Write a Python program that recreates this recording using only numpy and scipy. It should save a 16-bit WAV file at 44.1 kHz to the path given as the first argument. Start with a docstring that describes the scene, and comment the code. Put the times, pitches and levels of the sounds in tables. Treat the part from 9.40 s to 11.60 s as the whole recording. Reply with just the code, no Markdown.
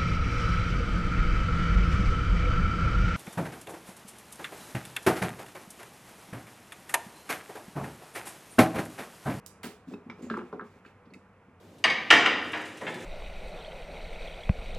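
"""A faint hum and soft room noise come first, then small cracks as a screwdriver prises an old painted
joint apart on a workbench. Cracks are runs of tiny clicks, and sliding is a bed of fine, coloured grains.
Knocking blocks, bench thuds and shaft ticks are sums of fading tones; a brief squeak is a few pure tones.
A small hard workshop answers with an echo tail made of fading noise."""
import sys
import numpy as np
from scipy import signal
from scipy.fft import rfft, irfft, next_fast_len
from scipy.io import wavfile

SR = 44100
rng = np.random.default_rng(int(sys.argv[2]) if len(sys.argv) > 2 else 0)


def store_wav(level_fs):
    """Save 16-bit WAV to argv[1]."""
    pcm = np.round(np.clip(np.atleast_2d(level_fs), -1, 1) * 32767)
    wavfile.write(sys.argv[1], SR, pcm.T.astype(np.int16))


def volts_from_db(level):
    """Convert decibel levels to linear amplitude ratios."""
    exponent = np.asarray(level, float) / 20
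    return 10 ** exponent


N = 97020  # samples, 2.2 s

# room noise as heard at the end of the whole chain, nearly empty at the very top:
# pitch_hz, relative_level_db
AIR_AS_HEARD = [(12, -58), (20, -24.5), (97, -6), (123, -10.5), (199, -2), (221, -11), (387, -14),
                (492, -6), (548, -14.5), (1190, -13), (1730, -20.5), (2510, -23.5), (2790, -29),
                (3950, -42), (11800, -49), (15300, -75), (22000, -120)]
# loudness of the room noise over time, before the lift below: time_s, level_db
AIR_LOUDNESS = [(0.0, -60), (0.59, -62), (0.76, -60.5), (1.09, -58), (1.28, -61.5), (2.2, -63.5)]
# how alike the room noise is at left and right: pitch_hz, likeness (1 same, 0 unrelated, -1 opposite)
AIR_LIKENESS = [(60, 1.0), (180, 1.0), (550, 0.99), (1650, 0.99), (4970, 0.55), (15000, -0.62)]
AIR_LIFT_DB = 3.5
HUM_HZ, HUM_WIDTH_HZ, HUM_DB = 95, 7, -66

# time for the workshop's echo tail to fade by 60 dB: pitch_hz, fade_s
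ROOM_FADE = [(150, 0.14), (500, 0.34), (1500, 0.2), (4000, 0.32), (9000, 0.31), (15000, 0.12)]
# how alike the tail is at left and right: pitch_hz, likeness
ROOM_LIKENESS = [(300, 0.96), (800, 0.83), (2000, 1), (5000, 0.2), (12000, 0.13)]
# level of each source sent to the room
CRACK_WET_DB, BENCH_WET_DB, BLOCK_WET_DB, SLIDE_WET_DB, TICK_WET_DB = -2.5, -4, -4, -4, -11
LOW_CUT_HZ = 130

# strokes of wood and tip sliding, one list per stroke: time_s, pressure_db
SLIDE_STROKES = [
    [(0.46, -86), (0.488, -63.5), (0.502, -67), (0.526, -65), (0.54, -62.5), (0.556, -89), (0.62, -95)],
    [(0.72, -84), (0.772, -79), (0.798, -69), (0.814, -73), (0.828, -59.5), (0.896, -73.5), (0.904, -64.5),
     (0.962, -70), (0.972, -82), (1.024, -77), (1.1, -73)],
    [(1.24, -71), (1.274, -72.5), (1.298, -74), (1.388, -76), (1.42, -100), (1.46, -69.5), (1.52, -81)],
]
# colour of the sliding grains: pitch_hz, relative_level_db
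SLIDE_COLOUR = [(880, -36), (1500, -11), (2300, -7.5), (2720, -10), (3150, -15), (3450, -13), (5880, -19.5),
                (7320, -19), (8570, -24), (13800, -28), (16000, -35)]
GRAINS_PER_S, GRAIN_SPREAD_DB = 6000, 2.5

# tones of the squeak as the tip slips in the joint: pitch_hz, level_db
SQUEAK_TONES = [(2600, -47.5), (3750, -56.5), (5300, -65)]
SQUEAK_START_S, SQUEAK_LENGTH_S = 0.537, 0.0098

# the shaft ticking on wood: start_s, peak_db, favoured_pitch_hz, width_octaves, chatter_fade_s
SHAFT_TICKS = [(0.698, -40, 2220, 0.32, 0.0098), (1.461, -52, 3700, 0.75, 0.0073),
               (1.704, -69, 4350, 0.065, 0.0082), (1.7357, -46, 2870, 0.99, 0.0031),
               (1.7399, -42.5, 2730, 1, 0.0022)]
# tones of the steel shaft, fade times capped below: pitch_hz, relative_level_db, fade_by_60_db_s
STEEL_TONES = [(2100, 4, 0.033), (2283, 7.5, 0.073), (2573, 7, 0.026), (3735, -6, 0.033),
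               (4350, -1.5, 0.025), (4890, -11.5, 0.028), (7040, -11, 0.071)]
LONGEST_STEEL_FADE_S, TICK_CONTACT_S = 0.032, 0.0013

# soft thuds into the bench top: start_s, peak_db, tilt_db_per_octave (above 240 Hz), contact_s,
# share_of_free_fade (how much of the free ringing time is left under the hands)
BENCH_THUDS = [(0.239, -32, 5.5, 0.0055, 0.81), (0.264, -31, 5, 0.0039, 0.39),
               (0.289, -44, 21, 0.0065, 0.78), (0.471, -40, -10, 0.0054, 0.17),
               (0.482, -33, -23, 0.014, 0.1), (0.51, -39.5, 15, 0.0061, 0.58),
               (0.522, -36.5, 2, 0.006, 0.36), (0.537, -29.5, -1, 0.0041, 0.2),
               (0.66, -39, -5, 0.0038, 0.51), (0.691, -36, 1.5, 0.0038, 0.49), (0.7, -43.5, 5.5, 0.0015, 1),
               (0.784, -42.5, 14, 0.01, 0.36), (0.802, -37, 12, 0.0099, 0.36),
               (0.824, -35, -11.5, 0.0057, 0.87), (0.836, -36, -8, 0.0053, 1),
               (0.866, -37.5, 10, 0.0032, 0.35), (0.905, -26, 5, 0.0036, 0.58),
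               (0.915, -32, -1, 0.017, 0.48), (0.946, -31, 2, 0.004, 0.75),
               (0.969, -27, 11.5, 0.0092, 0.53), (0.983, -30.5, -4, 0.017, 0.46),
               (0.999, -38.5, 11, 0.0032, 1), (1.127, -32.5, 9.5, 0.0018, 0.71),
               (1.132, -33.5, 13.5, 0.0013, 1), (1.143, -35.5, 2, 0.0051, 0.92),
               (1.205, -39, 0, 0.015, 0.6), (1.213, -40, 15.5, 0.0045, 0.67), (1.358, -47, 8, 0.01, 0.13),
               (1.455, -47, 8, 0.0099, 0.43), (1.661, -52, 2, 0.0036, 0.25),
               (1.667, -44.5, -14, 0.0063, 0.38), (1.703, -52.5, 18, 0.0075, 0.26),
               (1.717, -44.5, -7, 0.0066, 0.47), (1.743, -48, 3, 0.0029, 0.34),
               (1.759, -45, -6, 0.0063, 0.41), (2.078, -50, -9, 0.0087, 0.76)]
# tones of the bench top ringing freely: pitch_hz, relative_level_db, fade_by_60_db_s
BENCH_TONES = [(193.2, 2.5, 0.2), (228.8, 6, 0.2), (247.8, 0.5, 0.29), (346.1, 1, 0.21),
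               (417.4, -5.5, 0.42), (446.4, -0.5, 0.14), (514.4, -2, 0.09), (736, -10, 0.057)]

# loose blocks knocking: start_s, peak_db, favoured_pitch_hz, width_octaves
BLOCK_KNOCKS = [(0.233, -38.5, 1940, 0.76), (0.536, -42.5, 890, 0.92), (.698, -36.5, 1510, 0.95),
                (.9, -23.5, 1467, 0.18), (0.911, -37, 1560, 0.56), (.94, -24, 1414, 0.32),
                (.968, -28.5, 1220, 0.068), (.973, -31.5, 854, 1), (.991, -31.5, 1450, 0.25),
                (1.016, -39, 1290, 0.28), (1.128, -32, 1080, 0.34), (1.195, -27.5, 1436, 0.32),
                (1.209, -35, 1465, 0.3), (1.218, -37.5, 1180, 0.22), (1.45, -45.5, 1534, 0.29)]
# tones of the wooden blocks, fade times capped below: pitch_hz, relative_level_db, fade_by_60_db_s
BLOCK_TONES = [(845, 3, 0.059), (1087, 6, 0.02), (1197, 4.5, 0.024), (1292, 6, 0.018), (1359, 1.5, 0.023),
               (1454, -4, 0.025), (1565, -2.5, 0.025), (1585, -7, 0.017), (1837, 5.5, 0.012),
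               (2217, 8.5, 0.011)]
LONGEST_BLOCK_FADE_S, KNOCK_CONTACT_S = 0.035, 0.0024

# paint and wood fibres cracking: start_s, level_db (before scaling), fade_s (to about a third),
# favoured_pitch_hz, width_octaves
FIBRE_CRACKS = [(0.062, -37.5, 0.006, 7000, 1.34), (0.067, -45, 0.0093, 7000, 0.63),
                (0.2317, -39, 0.035, 7050, 3.7), (.232, -35, 0.038, 1370, 1.23),
                (0.699, -41, 0.0045, 2400, 0.89), (0.824, -56, 0.039, 7020, 0.16),
                (0.9, -39, 0.0092, 2600, 0.67), (0.936, -48.5, 0.031, 2630, 0.28),
                (0.971, -50.5, 0.0089, 3880, 1.14), (0.987, -44.5, 0.0095, 2660, 0.35),
                (1.127, -55.5, 0.01, 2930, 0.76), (1.21, -59.5, 0.0097, 3200, 0.34),
                (1.272, -68, 0.009, 4830, 0.25), (1.449, -55.5, 0.028, 2200, 0.52),
                (1.654, -65, 0.014, 3340, 0.57), (1.738, -58.5, 0.0094, 5700, 0.89)]
SNAPS_PER_S, SNAP_SPREAD_DB = 3500, 3.5
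FIRST_SNAP = 1.9  # size of the opening snap over the rms of the run

# level difference between the two ports: pitch_hz, left_minus_right_db
PORT_LEVELS = [(400, 0), (1000, -.2), (1650, -1.5), (3000, -4.5), (5000, -8), (15000, -9)]
# phase by which left leads, before it is eased off in the low end: pitch_hz, lead_radians
PORT_LEAD = [(2500, 1.1), (5000, 0.72), (9000, 1.03), (14000, 2)]
PORTS_HZ = 1500  # well below this the ports are nearly in phase


def unit(x):
    """Scale a sound to an rms of 1."""
    return x / np.sqrt(np.mean(x ** 2) + 1e-20)


def along(points, hz):
    """Read a value between (pitch, value) points on a log pitch axis."""
    point_hz, value = np.transpose(points)
    return np.interp(np.log(hz + 1), np.log(point_hz + 1), value)


def filtered(x, response):
    """Shape a sound by a response that depends on frequency."""
    length = next_fast_len(N + 8192)
    spectrum = rfft(x, length) * response(np.fft.rfftfreq(length, 1 / SR))
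    return irfft(spectrum, length)[..., :N]


def spread(pair, likeness):
    """Blend two unrelated signals into a left and right of a given likeness."""
    def shares(hz):
        angle = np.arccos(np.clip(along(likeness, hz), -1, 1)) / 2
        return np.sqrt(2) * np.array([np.cos(angle), np.sin(angle)])

    mid, side = filtered(pair, shares)
    return np.array([mid + side, mid - side]) / np.sqrt(2)


def add(track, start_s, sound):
    """Mix a sound into a track at its start time."""
    part = track[round(start_s * SR):][:len(sound)]
    part += sound[:len(part)]


def focus(hz, centre_hz, octaves):
    """Favour tones near the struck place's pitch: 6 dB down at the given width in octaves."""
    return -6 * (np.log2(hz / centre_hz) / octaves) ** 2


def ring(hz, level_db, fade_s, contact_s, scatter_db):
    """A struck object as fading tones under a soft start; longer contact starts softer. 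Peak 1."""
    t = np.arange(SR // 3)[:, None] / SR
    uneven_db = level_db + scatter_db * rng.standard_normal(len(hz))
    tones = volts_from_db(uneven_db - 60 * t / fade_s) * np.sin(2 * np.pi * hz * t)
    soft_start = np.sin(np.pi / 2 * np.minimum(t[:, 0] / contact_s, 1)) ** 2
    x = tones.sum(1) * soft_start
    return x / np.abs(x).max()


def grains(per_s, spread_db):
    """Sparse clicks of random sign and uneven size, rms 1."""
    chance, sign, size = rng.random((3, N))
    clicks = (chance < per_s / SR) * np.sign(sign - 0.5)
    return unit(clicks * volts_from_db(-spread_db * np.log(size + 0.0014)))


def air():
    """Room noise is shaped random noise; the wavering hum is a narrow band of low noise."""
    time_s, level_db = np.transpose(AIR_LOUDNESS)
    shaped = filtered(rng.standard_normal((2, N)), lambda hz: volts_from_db(along(AIR_AS_HEARD, hz)))
    noise = unit(spread(shaped, AIR_LIKENESS))
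    loudness = volts_from_db(np.interp(np.arange(N) / SR, time_s, level_db) + AIR_LIFT_DB)
    hum = filtered(rng.standard_normal(N), lambda hz: np.exp(-((hz - HUM_HZ) / HUM_WIDTH_HZ) ** 2))
    return noise * loudness + volts_from_db(HUM_DB) * unit(hum)


def room(x):
    """The walls' tail is fading noise, drawn anew for every short, cross-faded stretch."""
    out, step, delay = np.zeros((2, N)), 2205, 180  # samples: 50 ms and 4 ms
    fade = np.sin(np.pi * np.arange(2 * step) / (2 * step)) ** 2
    for k in range(0, N, step):
        hz, t, noise = signal.stft(rng.standard_normal((2, SR // 2)), SR, nperseg=256)
        fading = noise * volts_from_db(-60 * t / along(ROOM_FADE, hz)[:, None])
        tail = signal.istft(fading, SR, nperseg=256)[1]
        tail = tail / np.linalg.norm(tail[0])
        piece = x[k:k + 2 * step]
        piece = piece * fade[:len(piece)]
        echo = signal.fftconvolve(piece[None], tail, axes=1)
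        part = out[:, k + delay:][:, :echo.shape[1]]
        part += echo[:, :part.shape[1]]
    return spread(out, ROOM_LIKENESS)


def slide():
    """Fine grains of flaking paint under the moving pieces, louder with pressure."""
    clicks = grains(GRAINS_PER_S, GRAIN_SPREAD_DB)
    rasp = unit(filtered(clicks, lambda hz: volts_from_db(along(SLIDE_COLOUR, hz))))
    t, pressure = np.arange(N) / SR, np.zeros(N)
    for stroke in SLIDE_STROKES:
        time_s, level_db = np.transpose(stroke)
        pressure += volts_from_db(np.interp(t, time_s, level_db, -140, -140))
    return rasp * pressure


def squeak():
    """The tip slips in the joint and squeaks: a few pure tones under one short swell."""
    out, (hz, level_db) = np.zeros(N), np.transpose(SQUEAK_TONES)
    t = np.arange(round(SQUEAK_LENGTH_S * SR))[:, None] / SR
    swell = np.sin(np.pi * t / SQUEAK_LENGTH_S)
    tones = volts_from_db(level_db) * np.sin(2 * np.pi * hz * t)
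    add(out, SQUEAK_START_S, (tones * swell).sum(1))
    return out


def ticks():
    """The held shaft chatters briefly on the wood, and each contact rings its steel tones."""
    out, (hz, level_db, fade_s) = np.zeros(N), np.transpose(STEEL_TONES)
    t = np.arange(SR // 30) / SR
    fade_s = np.minimum(fade_s, LONGEST_STEEL_FADE_S)
    for start_s, peak_db, centre_hz, octaves, chatter_s in SHAFT_TICKS:
        # one clean hit, then weaker random contacts dying away
        chatter = (t == 0) + 0.16 * rng.standard_normal(len(t)) * np.exp(-t / chatter_s)
        tones_db = level_db + focus(hz, centre_hz, octaves)
        x = signal.fftconvolve(chatter, ring(hz, tones_db, fade_s, TICK_CONTACT_S, scatter_db=0.5))
        add(out, start_s, volts_from_db(peak_db) * x / np.abs(x).max())
    return out


def thuds():
    """Soft pushes ring the bench top, damped by the hands."""
    out, (hz, level_db, fade_s) = np.zeros(N), np.transpose(BENCH_TONES)
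    octaves_up = np.maximum(np.log2(hz / 240), 0)
    for start_s, peak_db, tilt, contact_s, free in BENCH_THUDS:
        x = ring(hz, level_db + tilt * octaves_up, free * fade_s, contact_s, scatter_db=2)
        add(out, start_s, volts_from_db(peak_db) * x)
    return out


def knocks():
    """Hard contacts ring the loose wooden blocks."""
    out, (hz, level_db, fade_s) = np.zeros(N), np.transpose(BLOCK_TONES)
    fade_s = np.minimum(fade_s, LONGEST_BLOCK_FADE_S)
    for start_s, peak_db, centre_hz, octaves in BLOCK_KNOCKS:
        tones_db = level_db + focus(hz, centre_hz, octaves)
        x = ring(hz, tones_db, fade_s, KNOCK_CONTACT_S, scatter_db=0.5)
        add(out, start_s, volts_from_db(peak_db) * x)
    return out


def cracks():
    """An opening snap and a dense, fading run of snaps as the material lets go."""
    out, t = np.zeros(N), np.arange(N) / SR
    for start_s, level_db, fade_s, centre_hz, octaves in FIBRE_CRACKS:
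        def colour(x):
            return filtered(x, lambda hz: volts_from_db(focus(hz + 1, centre_hz, octaves)))

        snaps = grains(SNAPS_PER_S, SNAP_SPREAD_DB)
        size = np.std(colour(snaps))  # levels the run whatever its colour
        snaps[round(start_s * SR)] = FIRST_SNAP
        fading = (t >= start_s - 1 / SR) * np.exp(-np.abs(t - start_s) / fade_s)
        out += volts_from_db(level_db - 7.5) / size * colour(snaps * fading)
    return out


def scene():
    """Mix the sources with their echo, cut the lows, and lay the room noise and hum under them."""
    layers = [(slide(), SLIDE_WET_DB), (ticks() + squeak(), TICK_WET_DB), (thuds(), BENCH_WET_DB),
              (knocks(), BLOCK_WET_DB), (cracks(), CRACK_WET_DB)]
    direct = sum(x for x, _ in layers)
    echo = room(sum(x * volts_from_db(wet_db) for x, wet_db in layers))
    low_cut = signal.butter(4, LOW_CUT_HZ, "high", fs=SR, output="sos")
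    return signal.sosfilt(low_cut, direct + echo) + air()


def band_limit(x):
    """A steep low-pass at the top of the band."""
    return signal.sosfilt(signal.butter(12, 16490, fs=SR, output="sos"), x)


def record(dry):
    """Two ports pick up the scene with different treble level and phase."""
    ports = np.array([[0.5], [-0.5]])  # each takes half of the difference

    def response(hz):
        level = volts_from_db(along(PORT_LEVELS, hz) * ports)
        lead = along(PORT_LEAD, hz) * hz ** 2 / (hz ** 2 + PORTS_HZ ** 2)
        return level * np.exp(1j * lead * ports)

    mix = filtered(dry, response)
    return band_limit(mix)


dry = scene()
out = record(dry)
store_wav(out)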